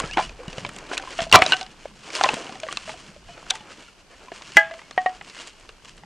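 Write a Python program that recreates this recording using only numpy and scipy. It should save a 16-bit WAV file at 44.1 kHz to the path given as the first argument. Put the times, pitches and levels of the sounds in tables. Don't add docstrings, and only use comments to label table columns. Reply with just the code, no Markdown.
import sys
import numpy as np
from scipy import signal
from scipy.fft import rfft, irfft, next_fast_len
from scipy.io import wavfile
from scipy.ndimage import map_coordinates

SR = 44100
rng = np.random.default_rng(int(sys.argv[2]) if len(sys.argv) > 2 else 0)


def waveform_to_disk(signal):
    frames = np.transpose(np.atleast_2d(signal))
    scaled = np.clip(frames, -1, 1) * 32767
    samples = np.round(scaled).astype(np.int16)
    wavfile.write(sys.argv[1], SR, samples)


N = 266805

# pitch_hz [Hz], relative level_db [dB], t60_s [s to fall 60 dB]
HEAP_MODES = [(659, -6, 0.13), (740, -6, 0.13), (1020, 8, 0.054), (1250, -7, 0.074), (1310, -13, 0.043),
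              (1920, -15, .05), (2350, -4, 0.087), (3040, -6.5, 0.022), (4010, -3, 0.023)]
# pitch_hz [Hz], gain_db [dB]
SMALL_PIECE_GAIN = [(30, -30), (300, -6), (550, 0), (22050, 0)]
THUD_T60_S = 0.039


def amp(db):
    return 10 ** (np.asarray(db) / 20)


def unit(x):
    return x / np.sqrt(np.mean(x ** 2) + 1e-20)


def curves(rows):
    time_s, *columns = np.transpose(rows)
    clock = np.arange(N) / SR
    return [np.interp(clock, time_s, column, left=-120, right=-120) for column in columns]


def wobble(rate):
    points = rng.standard_normal(int(N * rate / SR) + 4)
    return map_coordinates(points, [np.arange(N) * rate / SR])


def filtered(x, response):
    size = next_fast_len(len(x.T) + 8192)
    spectrum = rfft(x, size) * response(np.fft.rfftfreq(size, 1 / SR))
    return irfft(spectrum, size)[..., :len(x.T)]


def coloured(x, points):
    pitch_hz, gain_db = np.transpose(points)

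    def response(hz):
        return amp(np.interp(np.log(hz + 1), np.log(pitch_hz), gain_db, left=-120, right=-120))
    return filtered(x, response)


def ring(hz, t60, t):
    return np.sin(2 * np.pi * hz * t) * amp(-60 * t / np.clip(t60, .003, .4))


def crackle(spiky_db, grain):
    size = amp(spiky_db * wobble(1 / grain))
    return unit(size * rng.standard_normal(N))


def wind():
    gusts = [(0, -47), (.44, -45), (.94, -54.5), (1.35, -51), (1.58, -54.5), (2.17, -62), (2.8, -59.5),
             (3.28, -55), (3.6, -65.5), (4.24, -61), (4.75, -69), (5.02, -58.5), (6.05, -58.5)]
    buffet_colour = [(8, -22), (25, -1.5), (50, -7.5), (90, -15), (160, -35.5)]
    level_db = curves(gusts)[0] + 2.5 * wobble(10)
    return amp(level_db) * unit(coloured(rng.standard_normal(N), buffet_colour))


def litter():
    # start_s [s], needles_db [dB before a final boost], scrape_db [dB], ground_db [dB]
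    stirring = [(0, -42.5, -33.5, -50), (.1, -41.5, -47, -49), (.32, -57, -54, -53.5),
                (.45, -52, -47.5, -68), (.66, -45.5, -49.5, -46), (.95, -47, -41.5, -62),
                (1.26, -53, -55.5, -49), (1.4, -43, -34, -44.5), (1.55, -43.5, -41.5, -52),
                (1.7, -52, -53.5, -59), (1.95, -52, -59, -55.5), (2.2, -38.5, -40, -59.5),
                (2.33, -47.5, -40, -54), (2.5, -48, -47.5, -54), (3, -49, -52, -58),
                (3.12, -55.5, -58.5, -60.5), (3.56, -52.5, -48, -58), (3.9, -54, -59.5, -65),
                (4.09, -63, -57, -67), (4.38, -54.5, -52.5, -63.5), (4.55, -57, -56.5, -62),
                (5.15, -51.5, -54.5, -62), (5.45, -57, -55.5, -67.5), (5.75, -61.5, -61, -65.5),
                (6.05, -59.5, -57, -56)]
    # peak_s [s], level_db [dB before the same boost],
    # fall_s [s to fall 20 dB; anything under 5 ms counts as 5 ms]
    rustles = [(0, -24, -0.0024), (.05, -44, -0.04), (0.134, -31.5, 0.01), (0.204, -31, 0.063),
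               (.235, -44, 0.06), (.27, -59, 0.05), (.5, -45, -0.11), (.585, -48, 0.05), (.94, -34.5, .04),
               (.98, -28, 0.01), (1.11, -44, 0.16), (1.182, -35, 0.02), (1.22, -29, 0.0433),
               (1.33, -20, 0.0124), (1.36, -18.5, 0.01), (1.43, -33.5, .04), (1.48, -36.5, 0.1),
               (1.53, -36.5, 0.0948), (2.156, -36, 0.05), (2.19, -40, 0.13), (2.24, -46, 0.14),
               (2.29, -39.5, 0.16), (2.32, -44, 0.07), (2.345, -42, 0.06), (2.73, -49, 0.17),
               (2.78, -65, 0.2), (2.835, -41.5, 0.07), (2.88, -39, 0.07), (3.045, -50.5, .04),
               (3.31, -54.5, 0.24), (3.5, -45, 0.1), (3.555, -36, 0.02), (3.72, -52, 0.08),
               (3.885, -53, 0.02), (4.17, -56.5, 0.05), (4.38, -50, 0.18), (4.405, -59, 0.1),
               (4.43, -65, 0.4), (4.52, -57, 0.9), (4.577, -29.5, 0.05), (5.25, -64, 0.08),
               (5.28, -52, 0.06), (5.35, -50, 0.09), (5.425, -46, 0.27), (5.48, -48.5, 0.01),
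               (5.61, -50.5, -0.08), (5.7, -47.5, -0.03), (5.855, -45.5, -0.08), (5.885, -49.5, 0.1),
               (5.98, -42, -0.1)]
    # pitch_hz [Hz], relative level_db [dB per Hz]
    needle_colour = [(900, -7.5), (1500, -6), (1900, -6.5), (2300, -5.5), (2550, -4), (2850, -0.5),
                     (3050, -3), (3300, -5), (3700, -10.5), (4300, -7), (5500, -9), (7300, -11.5),
                     (9700, -19.5), (12000, -35.5), (15000, -69.5)]
    scrape_colour = [(150, -40), (250, -5.5), (345, -4), (390, -4.5), (669, -6), (995, -8.5), (1580, -10),
                     (1970, -15), (2400, -11.5), (3120, -30), (5280, -120)]
    ground_colour = [(60, -42.5), (100, -4), (200, -1.5), (350, -13.5), (600, -20.5)]
    rise_share = .6

    needles_db, scrape_db, ground_db = curves(stirring)
    clock = np.arange(N) / SR
    bursts = np.zeros(N)
    for peak_s, level_db, fall_s in rustles:
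        distance_s = np.maximum(clock - peak_s, (peak_s - clock) / rise_share)
        bursts += amp(level_db - 20 * distance_s / max(fall_s, .005))
    stir = wobble(25)
    needle_level = (amp(needles_db) + bursts) * amp(2.2 * stir)
    needles = needle_level * coloured(crackle(2.45, 0.0023), needle_colour)

    drag = amp(scrape_db)
    unsteady_db = 2.2 * stir + 1.5 * wobble(30)
    scrape = drag * amp(unsteady_db) * unit(coloured(crackle(1.9, .004), scrape_colour))
    t = np.arange(SR // 8) / SR
    for hz, level_db, t60 in HEAP_MODES:
        taps = drag * (rng.random(N) < 25 / SR) * rng.standard_normal(N)
        scrape += amp(level_db + 5.5) * signal.fftconvolve(taps, ring(hz, 0.15 * t60, t))[:N]

    lumps_db = 3 * wobble(20)
    ground = amp(ground_db + lumps_db) * unit(coloured(rng.standard_normal(N), ground_colour))
    return amp(11.0) * needles + scrape + ground


def rubs():
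    slides = [(2.36, .1, 2850, -52), (3.24, .17, 2500, -56), (3.26, .12, 2950, -57), (3.24, .25, 1330, -57),
              (3.26, .1, 690, -55), (3.58, .08, 1800, -58), (3.78, .15, 2250, -56), (3.8, .11, 2850, -57),
              (4.09, .12, 1800, -62), (4.27, .15, 1050, -55), (4.42, .13, 2300, -58),
              (4.82, .06, 2200, -54), (5.29, .24, 2110, -54), (.47, .06, 2900, -48), (.22, .05, 2900, -42)]
    out = np.zeros(N)
    for start_s, length_s, hz, level_db in slides:
        n = round(length_s * SR)
        carrier = 2 * np.pi * hz * np.arange(n) / SR
        hum = wobble(90)[:n] * np.sin(carrier) + wobble(90)[:n] * np.cos(carrier)
        out[round(start_s * SR):][:n] += amp(level_db) * np.sqrt(np.hanning(n)) * hum
    return out


def squeaks():
    whistles = [(.03, .04, 1250, 1400, -38), (.085, .03, 1600, 1800, -38), (.105, .065, 2450, 3350, -31),
                (.133, .02, 1900, 2600, -33), (.125, .03, 3700, 5800, -40), (3.872, .025, 1400, 1420, -45),
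                (3.872, .025, 2800, 2850, -48), (4.915, .03, 4300, 4350, -50)]
    out = np.zeros(N)
    flutter = amp(3 * wobble(150))
    pitch_waver = 1 + .015 * wobble(300)
    for start_s, length_s, start_hz, end_hz, level_db in whistles:
        i, n = round(start_s * SR), round(length_s * SR)
        pitch_hz = np.linspace(start_hz, end_hz, n) * pitch_waver[i:i + n]
        phase = 2 * np.pi * np.cumsum(pitch_hz) / SR
        out[i:i + n] += amp(level_db) * np.hanning(n) * np.sin(phase)
    return out * flutter


def trunks(x):
    echo_colour = [(300, -20), (900, -6.5), (1800, -8), (2600, -6), (3500, -2), (4100, -11), (9000, -17.5)]
    echo_t60_s = .42
    pieces = signal.stft(x, nperseg=96)[2]
    scattered = pieces * np.exp(2j * np.pi * rng.random(pieces.shape))
    smeared = signal.istft(scattered, nperseg=96)[1][:N]
    t = np.arange(SR // 2) / SR
    tail = coloured(rng.standard_normal(len(t)), echo_colour) * amp(-60 * t / echo_t60_s)
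    tail = np.pad(tail / np.linalg.norm(tail), (300, 0))
    return signal.fftconvolve(smeared, tail)[:N]


def thuds():
    thumps = [(0.04, 157, -22), (.172, 337.6, -19), (.181, 368.6, -27), (.48, 170.2, -22.5),
              (0.581, 144, -25), (.913, 400.4, -24.5), (1.219, 182, -24.5), (1.326, 395, -15.5),
              (1.352, 362.6, -11.5), (1.389, 81.7, -27.5), (1.419, 80.7, -22), (2.31, 388, -27),
              (2.332, 282, -26.5), (2.339, 219.3, -25.5), (2.368, 228.5, -36), (2.494, 224, -34),
              (2.522, 265.7, -31.5), (3.607, 194.8, -37.5), (4.559, 200, -27.5), (4.901, 270, -44),
              (4.319, 385, -31)]
    out = np.zeros(N + SR)
    t = np.arange(SR // 4) / SR
    rise = 1 - np.exp(-t / 0.0005)
    for start_s, hz, level_db in thumps:
        out[round(start_s * SR):][:len(t)] += amp(level_db) * ring(hz, THUD_T60_S, t) * rise
    return out[:N]


def snaps():
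    breaks = [(.001, -20.5), (.481, -39), (.664, -45.5), (.691, -34.5), (.735, -42), (.763, -32),
              (.786, -36), (.978, -21.5), (1.106, -39), (1.316, -27), (1.326, -21), (1.389, -29.5),
              (1.439, -25.5), (2.152, -25.5), (2.231, -29.5), (2.341, -25.5), (2.467, -43.5), (2.602, -33),
              (2.727, -31), (2.7715, -33.5), (2.893, -36.5), (3.506, -18.5), (3.539, -41), (3.554, -34.5),
              (4.569, -17), (5.224, -43.5), (5.348, -45), (5.418, -38.5), (5.474, -32), (5.599, -46),
              (5.691, -44.5), (5.848, -41.5), (5.969, -46)]
    snap_colour = [(5000, -28.5), (7000, 7), (9500, -3.5), (12000, -19.5), (16000, -41.5)]
    out = np.zeros(N + SR)
    t = np.arange(SR // 20) / SR
    sharp = unit(coloured(rng.standard_normal(N + SR), snap_colour))
    fade = amp(-60 * t / 0.0094) + amp(-5 - 60 * t / 0.00086)
    for start_s, level_db in breaks:
        i = round(start_s * SR)
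        now = slice(i, i + len(t))
        out[now] += amp(level_db) * sharp[now] * fade
    return out[:N]


def tumble():
    # time_s [s], relative level_db [dB]
    clatters = [
        [(1.322, -37.5), (1.33, -10.5), (1.343, -2.5), (1.357, 1), (1.372, -10), (1.41, -40)],
        [(.168, -37.5), (.175, -17.5), (.19, -24), (.215, -25), (.245, -51)],
        [(2.2, -53), (2.235, -30.5), (2.246, -26), (2.27, -28), (2.3, -33), (2.34, -30), (2.37, -49.5)],
    ]
    # (Hz, relative dB per Hz)
    clatter_colour = [(100, -18), (700, 3), (3000, -1.5), (8000, -18.5), (16000, -48.5)]
    boom_colour = [(55, -28), (85, -1.5), (140, -1.5), (300, -6.5)]
    t = np.arange(SR // 4) / SR
    force = sum(amp(curves(rows)[0]) for rows in clatters)
    out = force * amp(-6.5) * unit(coloured(crackle(7.5, 0.0027), clatter_colour))
    out += force * amp(-23) * unit(coloured(rng.standard_normal(N), boom_colour))
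    for hz, level_db, t60 in HEAP_MODES:
        blows = force * (rng.random(N) < 500 / SR) * rng.standard_normal(N)
        out += amp(level_db - 15.5) * signal.fftconvolve(blows, ring(hz, t60, t))[:N]
    return out


def ringing():
    # pitch_hz [Hz], relative level_db [dB], t60_s [s to fall 60 dB]
    branch_modes = [(657, -20.5, 0.3), (833, -18.5, 0.22), (1230, -26, 0.16), (1636, -11, 0.21),
                    (1683, -6.5, 0.14), (2014, -1, 0.1), (2450, -25, .08), (2900, -27.5, 0.15),
                    (3220, -25, 0.11)]
    slat_modes = [(727, -18.5, 0.19), (1524, -0.5, 0.09), (2886, -1.5, 0.086), (4040, 6, 0.015)]
    stick_modes = [(740.4, -5.5, 0.16), (1120, -18, 0.064), (1882, -9, 0.075), (2170, -27, 0.038),
                   (3050, -29, 0.049)]
    # start_s [s], relative level_db [dB]
    branch_blows = [(4.569, 2.5), (4.71, -35.5)]
    slat_blows = [(1.522, -10.5), (1.534, -24), (1.612, -34)]
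    stick_blows = [(4.978, -8, 3), (5.061, -8.5, 1.5)]

    out = np.zeros(N + SR)
    t = np.arange(SR // 2) / SR
    rise = 1 - np.exp(-t / 0.000094)
    for blows, modes in ((branch_blows, branch_modes), (slat_blows, slat_modes)):
        for start_s, blow_db in blows:
            tones = sum(amp(blow_db + mode_db) * ring(hz, t60, t) for hz, mode_db, t60 in modes)
            out[round(start_s * SR):][:len(t)] += rise * tones
    first_hz = stick_modes[0][0]
    for start_s, blow_db, hardness_db in stick_blows:
        tones = np.zeros(len(t))
        for hz, mode_db, t60 in stick_modes:
            bright_db = hardness_db * np.log2(hz / first_hz)
            tones += amp(blow_db + mode_db + bright_db) * ring(hz, t60, t)
        out[round(start_s * SR):][:len(t)] += rise * tones
    return coloured(out[:N], SMALL_PIECE_GAIN)


def knocks():
    contacts = [(.001, -6.5, 1095, -10, 0.035, 1400, -11.5, -20),
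                (.038, -15, 457, -8, 0.024, 1330, -16, -26), (0.111, -21.5, 752, -17, 0.066, 2530, -7, -7),
                (.172, -1, 887, -4, 0.022, 1500, -13, -25), (.181, -10, 748, -2, 0.09, 1370, -4, -24),
                (.194, -9.5, 850, 3, 0.023, 2760, -21, -28), (.294, -23, 657, -21, 0.076, 2500, -3.5, -13),
                (.391, -35, 492, 1, 0.12, 2970, -20, -25), (.402, -32.5, 506, 3, .09, 2850, -22, -26),
                (.481, -21.5, 654, -16, 0.033, 2850, -7, -12), (.529, -23.5, 513, -15, 0.18, 2550, -9, -8),
                (.582, -14.5, 540, -10.5, 0.034, 2910, -9.5, -14.5),
                (.649, -8.5, 1025, -14, 0.023, 2290, -10.5, -24.5),
                (.664, -20.5, 584, -13, 0.071, 2820, -14, -10),
                (.691, -15.5, 1260, -30, .06, 1340, -11, -16),
                (0.764, -20.5, 540, -29, 0.055, 2110, -31, -15), (.786, -26, 452, -27, .06, 2760, -6, -5),
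                (.863, -26, 856, -17, .06, 1360, -12, -19), (.915, -16, 1016, -15, 0.14, 1430, -3, -37),
                (.932, -13, 717, -9, 0.037, 1650, -8, -17), (.971, -14, 1020, -31, 0.037, 2430, -3, -16),
                (.978, -10, 1240, -34.5, .06, 2710, -6, -9), (.997, -21, 775, -12.5, 0.16, 1530, -5, -17),
                (1.024, -25, 530, -12, .06, 2430, -7, -8), (1.074, -22, 1030, -5, 0.054, 1540, -9, -17.5),
                (1.107, -25.5, 554, -14, .067, 2250, -5, -9), (1.129, -25.5, 940, -28, .06, 1880, -4, -18),
                (1.189, -6, 676, -10.5, 0.09, 2780, -10.5, -24),
                (1.191, -13.5, 1800, -10, 0.056, 3300, -12, -30),
                (1.204, -9, 685, -13, .066, 3320, -12, -14),
                (1.219, -10.5, 673, -14, 0.12, 1850, -21, -12.5),
                (1.239, -18, 678, -12, 0.07, 2620, -13, -9), (1.267, -27, 660, 0, 0.074, 1680, -23, -20),
                (1.296, -26, 688, -17, .06, 2840, -16, -5), (1.315, -12.5, 875, -12, .06, 1340, -9, -5),
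                (1.326, 6, 1150, -19, .031, 2790, 1, -9.5), (1.343, 4.5, 1056, -2, 0.029, 1320, -5, -26.5),
                (1.352, 9.5, 1170, -18, 0.12, 1390, 0, -28.5), (1.389, -10, 640, -4, 0.08, 2230, -15, -11),
                (1.417, -10, 462, -15, 0.017, 1160, -5, -16.5),
                (1.4205, 10.5, 743, -25, .082, 2220, -12, -22),
                (1.439, -14.5, 737, -8, 0.14, 3030, -19, -12),
                (1.452, -12, 744, -21, .06, 2210, -17, -16.5),
                (1.463, -4.5, 625, -14.5, 0.046, 3920, -6.5, -8.5),
                (1.494, -19.5, 914, -7, 0.056, 1360, -11, -29), (1.511, -22, 970, -6, 0.064, 2500, 0, -7),
                (1.521, -3, 915, -17, 0.044, 3020, -3.5, -11.5),
                (1.525, -5.5, 1297, -51, .036, 1640, -8, -20.5),
                (1.533, -4, 452, -36, .055, 2820, 2.5, -26), (1.539, -9.5, 750, -12.5, 0.1, 1460, -19, -15),
                (1.567, -18, 764, -26, .06, 2800, -15, -6.5), (1.612, -17, 745, -9, 0.12, 2900, -9, -5.5),
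                (1.629, -25, 747, -6.5, 0.12, 1510, -19, -3), (1.664, -27, 780, -19, 0.058, 2940, -8, -7.5),
                (1.856, -22.5, 580, 7.5, 0.013, 1590, -32, -31),
                (2.103, -24.5, 1110, -15, .06, 2280, -2, -6.5),
                (2.152, -12, 1040, -17.5, .056, 2820, -5.5, -9),
                (2.164, -22, 627, -10.5, 0.2, 1890, -18, -24),
                (2.189, -13, 1020, -15, 0.16, 2700, -35, -22),
                (2.211, -3.5, 774, -2.5, 0.021, 1400, -5.5, -16),
                (2.231, -17, 815, -29, .055, 1960, -18, -6), (2.237, -3, 777, -7.5, 0.065, 3610, -9, -4.5),
                (2.242, 1, 1026, -9.5, 0.069, 2400, -9, -26.5),
                (2.261, -6, 625, -7.5, 0.033, 1250, -11, -34),
                (2.289, -0.5, 870, -11.5, .036, 2650, -5, -17),
                (2.304, -16.5, 480, -4, 0.021, 1890, -18, -22),
                (2.316, -20.5, 762, -17, .053, 3180, -5, -22),
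                (2.334, -11.5, 486, -5, 0.018, 2000, -25, -23),
                (2.341, -12, 930, -18, 0.037, 2540, -12, -13), (2.369, -22, 673, -8, 0.07, 2850, -18, -26),
                (2.467, -26.5, 970, -10.5, .06, 2900, -0.5, -14.5),
                (2.494, -21, 760, -7, 0.054, 1490, -18, -23.5),
                (2.523, -23, 1010, -16, 0.07, 2800, -15, -11),
                (2.555, -28, 760, -6.5, 0.073, 1920, -7, -10),
                (2.6, -26.5, 1180, -26.5, .055, 2400, -2.5, -5),
                (2.633, -12, 638, -10.5, 0.1, 1670, -12.5, -21),
                (2.667, -23, 537, -6, .038, 1910, -9, -20.5),
                (2.686, -13.5, 1156, -13, 0.08, 1930, -9, -25),
                (2.711, -21.5, 1260, -30, .06, 2960, -3, -27), (2.726, -16, 1260, -30, .06, 1400, -8.5, -5),
                (2.7713, -11, 1170, -19, 0.04, 2680, -6, -4.5),
                (2.877, -21.5, 638, -10, 0.2, 1680, -8, -21),
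                (2.893, -11.5, 863, -17, 0.052, 2560, -15, -31),
                (2.939, -29, 720, -2, 0.04, 1440, -19, -19), (3.163, -34, 585, -3, .045, 2610, -24, -13),
                (3.289, -31, 687, -5, 0.093, 1420, -17, -28), (3.377, -29.5, 610, -6, 0.028, 1370, -5, -16),
                (3.466, -35, 1150, -11, .055, 1390, 4, -15.5), (3.502, -17, 960, -26, .06, 2600, -9, 0.5),
                (3.506, -2.5, 1260, -30, 0.045, 3510, -15, -1.5),
                (3.512, -19.5, 767, -9, .11, 2270, -23, -34), (3.539, -26, 886, -5.5, .076, 2660, -16, -24),
                (3.554, -19, 890, -20, 0.11, 2060, -7, -14), (3.607, -28, 853, -15, 0.14, 2970, -4, -22.5),
                (3.705, -24, 527, -15, 0.048, 1310, -14.5, -23),
                (3.719, -29.5, 1260, -19, .05, 1300, -5, -17),
                (4.283, -28.5, 1017, -4, 0.046, 2370, -7, -21),
                (4.318, -18.5, 676, -7, 0.036, 1700, -10.5, -24),
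                (4.421, -20.5, 1190, -36, .06, 2420, -14, -13), (4.52, -25, 1110, -41, .045, 2930, -3, -6),
                (4.569, 11.5, 826, -59, 0.035, 2086, -14.5, -34.5),
                (4.711, -19.5, 661, -9.5, 0.2, 1660, -5, -21),
                (4.739, -18.5, 643, -16, 0.07, 2030, -15.5, -17),
                (4.792, -23, 1160, -13, 0.028, 1950, -8, -21.5),
                (4.816, -26.5, 880, -13, 0.036, 2130, -6, -19),
                (4.91, -20, 1180, -18.5, .047, 1970, -17.5, -9.5),
                (4.978, -9, 785, 3, 0.009, 1650, -7.5, -36),
                (5.016, -27, 720, -15, 0.098, 1910, -22, -10.5),
                (5.061, -8.5, 740, -11.5, 0.046, 1870, -30, -22.5),
                (5.094, -22.5, 770, -11, .042, 1960, -18, -14.5),
                (5.2115, -18, 797, -15.5, 0.041, 1970, -9.5, -25.5),
                (5.278, -36, 950, -10, 0.042, 1310, -13, -15),
                (5.298, -26.5, 1000, -25, .06, 2750, -12.5, -4.5),
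                (5.348, -26.5, 1050, -16, .048, 2100, -17, -11),
                (5.365, -22, 1150, -23, 0.028, 2110, -17, -25),
                (5.419, -27.5, 850, -32, .06, 2110, -16, -5.5),
                (5.473, -29.5, 1186, -31, 0.061, 2130, -6, -4),
                (5.691, -20, 446, -21, 0.048, 2810, -14, -17.5),
                (5.848, -30, 1050, -23.5, 0.056, 2750, -18.5, -8),
                (6.035, -32, 820, -5, 0.044, 1950, -5, -18.5)]
    # pitch_hz [Hz], relative level_db [dB per Hz]
    crack_colour = [(2000, -30), (3500, 10), (5000, 5), (6500, 1.5), (8500, -19.5)]
    snap_colour = [(5000, -28.5), (7000, 7), (9500, -3.5), (12000, -19.5), (16000, -41.5)]
    grain_colour = [(300, -4.5), (700, -3.5), (1500, -1.5), (3000, -3.5), (4500, -20)]
    high_t60_s, blur_t60_s, crack_t60_s = 0.017, 0.035, 0.013
    blur_db, body_db = -15, -27
    snap_db = -14
    body_hz = 336

    out = np.zeros(N + SR)
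    t = np.arange(SR // 4) / SR
    crisp = unit(coloured(rng.standard_normal(N + SR), crack_colour))
    sharp = unit(coloured(rng.standard_normal(N + SR), snap_colour))
    wood = unit(coloured(rng.standard_normal(N + SR), grain_colour))
    rise = 1 - np.exp(-t / 0.00039)
    tick = amp(-0.5 - 60 * t / 0.0018)
    crack_fade = amp(-60 * t / crack_t60_s) + tick
    spots = rng.normal(0, 0.12, len(contacts))
    for contact, spot in zip(contacts, spots):
        start_s, level_db, low_hz, low_db, low_t60_s, high_hz, high_db, crack_db = contact
        i = round(start_s * SR)
        now = slice(i, i + len(t))
        bend = amp(low_db) * ring(low_hz, low_t60_s, t)
        bend += amp(high_db) * ring(high_hz, high_t60_s, t)
        blur = amp(blur_db - 60 * t / blur_t60_s) * wood[now]
        crack = amp(crack_db) * (crisp[now] + amp(snap_db) * sharp[now]) * crack_fade
        body = amp(body_db) * ring(body_hz * np.exp(spot), THUD_T60_S, t)
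        out[now] += amp(level_db) * rise * (bend + blur + crack + body)
    return coloured(out[:N], SMALL_PIECE_GAIN)


def scene():
    blows = thuds() + snaps() + tumble() + ringing() + knocks()
    echoes = amp(-29) * trunks(blows)
    mix = wind() + litter() + rubs() + squeaks() + echoes + blows
    return np.tile(mix, (2, 1))


def record(dry):
    # pitch_hz [Hz], gain_db [dB]
    mic_response = [(5, -0.5), (150, 1), (9000, -1), (11500, -6.5), (13500, -23), (22000, -40.5)]
    # pitch_hz [Hz], relative level_db [dB per Hz]
    hiss_colour = [(15, -30), (25, 7), (196, -4), (243, -6), (404, -8), (1630, -12), (4750, -12),
                   (11200, -23.5), (13100, -33), (15000, -60.5)]
    hiss_db, top_hz = -58.5, 16400
    hiss = amp(hiss_db) * unit(coloured(rng.standard_normal(dry.shape), hiss_colour))
    clipped = np.clip(coloured(dry, mic_response) + hiss, -1, 1)
    band_limited = filtered(clipped, lambda hz: hz < top_hz)
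    return np.clip(band_limited, -1, 1)


dry = scene()
out = record(dry)
waveform_to_disk(out)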